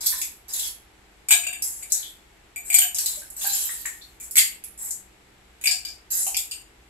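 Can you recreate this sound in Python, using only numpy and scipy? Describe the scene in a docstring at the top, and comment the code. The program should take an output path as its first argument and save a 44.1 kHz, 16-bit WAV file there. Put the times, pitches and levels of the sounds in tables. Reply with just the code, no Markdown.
"""Ice cubes click and grind in a metal bucket; four times, steel tongs drop some into a tall hand-held glass.
They bounce and ring the glass modes; at last the tongs go back and the glass is moved with a clack.
Around them: noise-burst clicks, stick-slip scrapes, random chinks, and pitched knocks, ticks and squeaks.
A small live room with air noise and a low hum, heard by a phone with two treble-resonant microphone ports."""
import sys
import numpy as np
from scipy import signal
from scipy.fft import rfft, irfft, next_fast_len
from scipy.io import wavfile
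from scipy.ndimage import uniform_filter1d, minimum_filter1d

SR = 44100
rng = np.random.default_rng(int(sys.argv[2]) if len(sys.argv) > 2 else 0)


def file_out(sig):
    """Save sig as 16-bit WAV at sys.argv[1]."""
    # one column per channel
    cols = np.atleast_2d(sig).T
    # limit, then scale
    lim = np.clip(cols, -1, 1)
    pcm = np.round(lim * 32767).astype(np.int16)
    wavfile.write(sys.argv[1], SR, pcm)


N = 303981

# ice striking the glass: start_s, relative level_db, contact sharpness_db, cube pitch_hz
DROPS = [(1.286, -16.5, 13, 2350), (1.3075, -3.5, 9.5, 2490), (1.319, -5.5, 6, 3690),
         (1.436, -24, -7, 2470), (1.467, -16.5, -2.5, 2710), (1.529, -22.5, -1.5, 2760),
         (1.826, -29.5, 6, 2334), (2.560, -26.5, -13.5, 2320), (2.701, -18, -10.5, 2334),
         (2.729, -21.5, 11.5, 2270), (2.7425, -7.5, 6, 2350), (2.764, -20.5, -15, 4900),
         (2.7858, -10.5, 7, 3080), (2.817, -14.5, -9.5, 2984), (4.2005, -42, -4, 2350),
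         (4.356, -23.5, 0.5, 2270), (4.368, -21, 4.5, 2200), (4.379, -11, -4, 3290),
         (4.389, -13, -7.5, 4750), (4.639, -37, -3.5, 10630), (5.613, -47, 14, 2480),
         (5.6395, -22.5, 3, 2310), (5.657, -16, 2, 2406), (5.672, -15, -3.5, 4800),
         (5.712, -18.5, -2, 4900), (5.850, -27.5, -2.5, 4730), (5.884, -38, -14, 4940),
         (6.371, -25, 6, 3400), (6.512, -27.5, 4.5, 4790), (6.519, -31, 0.5, 2860)]
# load in the glass: from_s, treble_db, crack_db, cube_ring_db, lowest_modes_db, highest_modes_db
LOADS = [(1.2, -2.5, -16, 1, -6.5, -8), (2.5, 12, -8.5, -0.5, 4.5, -0.5), (4.1, 13, 10, 1, -15, -3),
         (5.5, -3, -1, 7.5, -8, -14), (6.2, 9, -10.5, 8, -17, -7)]
# tall glass damped by the hand, nominal modes: mode_hz, relative level_db, t60_s
GLASS_MODES = [(713, -6, .25), (830, -20, .06), (1660, -8, .05), (2365, -1, .1), (2950, -5, .07),
               (3300, -12, .08), (3650, -6, .09), (4780, -7, .06), (7000, -1, .07), (7250, -10, .025),
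               (8160, -2, .06), (8290, -6, .05), (8680, -8, .08), (11960, -7, .05), (12920, -5, .06)]
# sharpest clicks of tongs and cubes in the bucket: start_s, relative level_db, lowest_ring_hz
CLICKS = [(0.061, -17, 4900), (.067, -13.5, 5060), (0.216, -18.5, 3070), (.228, -59, 3900),
          (.536, -20.5, 3800), (0.596, -20.5, 3600), (1.623, -19.5, 4800), (1.921, -13, 5750),
          (2.691, -37, 6940), (2.946, -20.5, 5370), (2.985, -14.5, 3760), (3.06, -15.5, 4050),
          (3.302, -36.5, 7840), (3.558, -26.5, 4000), (3.858, -26, 5940), (4.31, -27.5, 7760),
          (4.85, -37.5, 6950), (4.908, -23.5, 7100), (6.267, -19.5, 3150), (6.3676, -16, 4630)]
# tongs pushing through the ice: start_s, length_s, settle_s, relative level_db, lowest_ring_hz
SCRAPES = [(0, 0.16, 0.39, -26, 3730), (0.481, 0.05, .1, -32.5, 4420), (0.538, 0.13, 0.094, -27, 3580),
           (1.618, 0.037, 0.68, -30, 6260), (1.896, 0.093, 0.35, -31, 3700),
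           (2.643, 0.076, .2, -36.5, 7850), (2.95, .15, 0.55, -29.5, 3280),
           (3.361, 0.064, 0.092, -33, 5540), (3.41, 0.17, 0.94, -22, 3120),
           (4.202, 0.016, 0.22, -35.5, 7340), (4.773, 0.13, 0.084, -34.5, 7320),
           (6.102, 0.091, 0.57, -24, 5740)]
# short pitched knocks, ticks and squeaks of ice, bucket and glass: start_s, relative level_db, pitch_hz
PITCHED_KNOCKS = [(.066, -24, 4200), (0.125, -30, 1800), (.134, -35.5, 1010), (.631, -27.5, 3300),
                  (2.029, -30, 3000), (2.06, -32.5, 3410), (2.82, -31.5, 1640), (2.983, -42, 1640),
                  (3.17, -44, 592), (3.219, -42, 1560), (3.444, -26, 796), (3.451, -29, 1640),
                  (3.692, -28.5, 1860), (3.855, -23.5, 1903), (4.013, -41, 3600), (4.021, -38, 4230),
                  (4.38, -17, 2110), (6.111, -45, 2650), (6.267, -27, 768)]
# spectral shape of the room's steady noise: point_hz, relative density_db
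AIR = [(20, -10.5), (55, 4.5), (90, -9.5), (160, -14), (400, -9.5), (560, -17), (800, -13), (1050, -18),
       (2200, -17), (4000, -25.5), (7000, -38), (15500, -51)]
# hum of the mains and of a small motor: line_hz, relative level_db
HUM = [(60, -59.5), (64.2, -67), (120, -60), (191, -62), (320, -61.5), (386, -74)]
# microphone ports, left then right: resonance_hz, width_hz, gain_db
PORTS = [(7810, 1090, -10.5), (11470, 1160, -10.5)]

TIME = np.arange(N) / SR
RING_TIME = TIME[:2 * SR // 5]
PUSH_TIME = TIME[:3 * SR // 4]
# dB per dB of sharpness: a sharp corner is brighter and cracks more, a blunt face lets the cube sing
TREBLE_PER_DB, CRACK_PER_DB, RING_PER_DB = 0.3, 1.15, 0.51
# bucket boom relative to the ice at PUSH_DB; it stands out more under a lighter push
BODY_DB, BODY_PER_DB, PUSH_DB = -13, 0.5, -25
NUDGE_S = 6.3452
AIR_DB = -43.5
PORT_LEAK_DB = -26.5  # sound that passes beside the resonance
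TOP_HZ = 15600


def amp(db):
    """Decibels to gain."""
    return 10 ** (np.asarray(db) / 20)


def unit(x):
    """Scale to rms 1."""
    return x / np.sqrt(np.mean(x ** 2))


def blow(x):
    """Scale a short sound to the energy of 10 ms at rms 1."""
    return x * np.sqrt(SR / 100 / np.sum(x ** 2))


def fade(t60_s):
    """Exponential decay, 60 dB down after t60_s."""
    return np.exp(-np.log(1000) * RING_TIME / t60_s)


def add(track, start_s, sound):
    """Mix a sound into a track at start_s."""
    i = max(int(start_s * SR), 0)
    track[i:i + len(sound)] += sound[:N - i]


def ring(hz, t60_s):
    """One struck mode: a decaying sine."""
    return np.sin(2 * np.pi * hz * RING_TIME) * fade(t60_s)


def resonate(x, hz, width_hz, kind):
    """Two-pole resonance that passes the low side, the band or the high side."""
    size = next_fast_len(len(x) + SR // 10)
    s = 1j * np.arange(size // 2 + 1) * SR / size / hz
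    loss = s * width_hz / hz
    top = {"low": 1, "band": loss, "high": s * s}[kind]
    return irfft(rfft(x, size) * top / (s * s + loss + 1), size)[:len(x)]


def crack(t60_s, spread_db=3):
    """One contact: a few milliseconds of uneven chatter."""
    noise, level = rng.standard_normal((2, len(RING_TIME)))
    return noise * amp(spread_db * level) * fade(t60_s)


def cubes(force, hz, width_share=0.38, skirt=0.53):
    """Ice radiates from its lowest ring upwards: two high-pass resonances."""
    ringing = resonate(force, hz, hz * width_share, "high")
    return resonate(ringing, hz * skirt, hz * skirt, "high")


def contact_colour(start_s, sharp_db):
    """Levels in dB of a blow's parts, from the load and the contact's sharpness."""
    load = [row for row in LOADS if row[0] <= start_s][-1]
    _, treble_db, crack_db, cube_db, low_db, top_db = load
    treble_db = treble_db + TREBLE_PER_DB * sharp_db
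    crack_db = crack_db + CRACK_PER_DB * sharp_db
    cube_db = cube_db - RING_PER_DB * sharp_db
    return treble_db, crack_db, cube_db, low_db, top_db


def glass(shift_share=0.0065, spot_db=1.0, cube_width=0.056,
          crack_t60_s=0.016, crack_hz=2300, snap_t60_s=0.0084, snap_db=-3):
    """Each landing rings glass and cube; ice leaning on the wall shifts the modes a little every time."""
    out = np.zeros(N)
    hz, mode_db, t60_s = np.transpose(GLASS_MODES)
    for start_s, db, sharp_db, cube_hz in DROPS:
        treble_db, crack_db, cube_db, low_db, top_db = contact_colour(start_s, sharp_db)
        # the load weights the lowest and highest modes; the treble tilt saturates at 7 kHz
        load_db = low_db * (hz < 1000) + top_db * (hz > 10000)
        tilt_db = treble_db * np.clip(np.log2(hz / 3500), 0, 1)
        gains = amp(mode_db + tilt_db + load_db)
        # the spot that is struck sets each mode's sign and strength
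        spot = rng.choice([-1, 1], len(hz)) * amp(spot_db * rng.standard_normal(len(hz)))
        shifted_hz = hz * (1 + shift_share * rng.standard_normal(len(hz)))
        wall = sum(g * blow(ring(f, t)) for g, f, t in zip(gains * spot, shifted_hz, t60_s))
        # snap plus longer chatter sets off the cube's short, rough ring
        snap = amp(snap_db) * blow(crack(snap_t60_s))
        contact = cubes(snap + blow(crack(crack_t60_s)), crack_hz)
        cube = resonate(contact, cube_hz, cube_hz * cube_width, "band")
        mix = blow(wall) + amp(cube_db) * blow(cube) + amp(crack_db) * blow(contact)
        add(out, start_s, amp(db) * mix)
    # a small glass radiates next to nothing below its lowest mode
    return resonate(out, 690, 400, "high")


def clicks():
    """Dry clicks of ice and steel: short chatter through the ice resonance."""
    out = np.zeros(N)
    for start_s, db, hz in CLICKS:
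        add(out, start_s, amp(db) * blow(cubes(crack(t60_s=0.008), hz)))
    return out


def pressure(t_s, length_s, settle_s, rise_s=0.002):
    """A push of the tongs builds, holds for its length and ebbs as the heap settles."""
    build = 1 - np.exp(-t_s / rise_s)
    return build * np.exp(-np.log(1000) * np.maximum(t_s - length_s, 0) / settle_s)


def slips(length_s, settle_s, rate_hz=150, spread_db=1.0):
    """Stick and slip of one cube: random tiny pushes of either sign, exponentially spread in dB."""
    when, sign, size = rng.random((len(PUSH_TIME), 3)).T
    pushes = (when < rate_hz / SR) * np.sign(sign - .5) * amp(-spread_db * np.log(size))
    return pressure(PUSH_TIME, length_s, settle_s) * pushes


def scrapes(count=4, size_spread=0.05, slip_t60_s=0.012):
    """Several cubes of unlike size slip at once, each with its own click; the bucket booms along."""
    out = np.zeros(N)
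    for start_s, length_s, settle_s, db, hz in SCRAPES:
        forces = []
        for _ in range(count):
            force = signal.fftconvolve(slips(length_s, settle_s), crack(slip_t60_s))
            forces.append(force[:len(PUSH_TIME)])
        ice = sum(cubes(force, hz * (1 + size_spread * k / count)) for k, force in enumerate(forces))
        push = sum(forces)
        body = resonate(push, 874, 270, "band") + resonate(push, 1760, 460, "band")
        body_db = BODY_DB - BODY_PER_DB * (db - PUSH_DB)
        # longer pushes carry more energy
        sounding_s = length_s + settle_s / (2 * np.log(1000))
        mix = unit(ice) + amp(body_db) * unit(body)
        add(out, start_s, amp(db) * mix * np.sqrt(sounding_s / PUSH_TIME[-1]))
    return out


def chinks(count=40, rate_hz=110, t60_s=0.01, spread_db=9, top_hz=13500):
    """During a push, loose cubes and chips knock at random, each with a brief ring of its own pitch."""
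    out = np.zeros(N)
    for start_s, length_s, settle_s, db, hz in SCRAPES:
        wait, pitch, size = rng.random((count, 3)).T
        times_s = np.cumsum(-np.log(wait)) / rate_hz
        gains = pressure(times_s, length_s, settle_s) * amp(db + spread_db * size)
        chips_hz = hz * (top_hz / hz) ** pitch
        for t_s, gain, chip_hz in zip(times_s, gains, chips_hz):
            add(out, start_s + t_s, gain * blow(ring(chip_hz, t60_s)))
    return out


def pitched_knocks(width_share=0.056):
    """Each is one brief, damped resonance, from low and hollow to high and squeaky."""
    out = np.zeros(N)
    for start_s, db, hz in PITCHED_KNOCKS:
        tone = resonate(crack(t60_s=0.0044), hz, hz * width_share, "band")
        add(out, start_s, amp(db) * blow(resonate(tone, hz, hz / 2, "band")))
    return out


def nudge(low_hz=2400, high_hz=4830, width_hz=300, high_db=-4):
    """Carried towards the phone, the full glass gives one short, dry clack as its ice shifts."""
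    out = np.zeros(N)
    force = cubes(crack(t60_s=0.0024), 2800)
    low = blow(resonate(force, low_hz, width_hz, "band"))
    high = blow(resonate(force, high_hz, width_hz, "band"))
    add(out, NUDGE_S, low + amp(high_db) * high)
    return out


def room(x, direct_db, early_db=-5, early_t60_s=0.23, low_t60_s=0.38, high_t60_s=0.3,
         split_hz=3000, gap_s=0.0016):
    """Direct sound, sparse reflections from counter and bottles, and a diffuse tail, at one port."""
    noise, early_noise, chance = rng.standard_normal((3, len(RING_TIME)))
    low = signal.sosfilt(signal.butter(2, split_hz, fs=SR, output="sos"), noise)
    tail = low * fade(low_t60_s) + (noise - low) * fade(high_t60_s)
    early = early_noise * (chance > 2) * fade(early_t60_s)
    response = tail / np.linalg.norm(tail) + amp(early_db) * early / np.linalg.norm(early)
    response = response * (RING_TIME > gap_s)
    response[0] += amp(direct_db)
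    return signal.fftconvolve(x, response)[:N]


def background(shared_hz=500):
    """Steady air, alike at both ports in the bass, under a gently wavering hum."""
    hz = np.maximum(np.arange(N // 2 + 1) * SR / N, 1)
    points_hz, db = np.transpose(AIR)
    colour = amp(np.interp(np.log(hz), np.log(points_hz), db))
    mid, side = rfft(rng.standard_normal((2, N))) * colour
    side = side * hz / np.hypot(hz, shared_hz)
    air = unit(irfft(np.array([mid + side, mid - side]), N))
    hum = 0
    for line_hz, line_db in HUM:
        waver = np.interp(TIME, np.linspace(0, TIME[-1], 20), rng.standard_normal(20))
        tone = np.sin(2 * np.pi * (line_hz * TIME + rng.random()))
        hum = hum + np.sqrt(2) * amp(line_db + 2 * waver) * tone
    return amp(AIR_DB) * air + hum


def scene(glass_db=-3, click_db=1, scrape_db=-2, chink_db=-10.0, knock_db=6, nudge_db=-18,
          glass_pan_db=0.37, bucket_pan_db=1.23):
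    """Glass and bucket in a live room; their sound reaches the right port a moment before the left."""
    drops = amp(glass_db) * glass()
    bucket = amp(click_db) * clicks() + amp(scrape_db) * scrapes()
    # the pitched knocks share the bucket's place
    bucket = bucket + amp(chink_db) * chinks() + amp(knock_db) * pitched_knocks()
    near = amp(nudge_db) * nudge()
    ports = []
    for side in (.5, -.5):  # left, right
        port = amp(side * glass_pan_db) * room(drops, direct_db=-5.0)
        port = port + amp(side * bucket_pan_db) * room(bucket, direct_db=-6.5)
        ports.append(port + room(near, direct_db=-3.5))
    left, right = ports
    lag_samples = 4
    return np.array([np.pad(left, (lag_samples, 0))[:N], right]) + background()


def record(dry):
    """Ports ring in the treble and leak a little; a fast limiter holds the peaks and the top is cut."""
    ports = np.array([amp(db) * resonate(x, hz, width_hz, "low")
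                      for x, (hz, width_hz, db) in zip(dry, PORTS)])
    ports = ports - amp(PORT_LEAK_DB) * dry
    # 133 samples = 3 ms
    gain = minimum_filter1d(1 / np.maximum(np.abs(ports), 1), size=133)
    gain = uniform_filter1d(gain, size=133)
    return signal.sosfilt(signal.ellip(10, .2, 70, TOP_HZ, fs=SR, output="sos"), ports * gain)


dry = scene()
out = record(dry)
file_out(out)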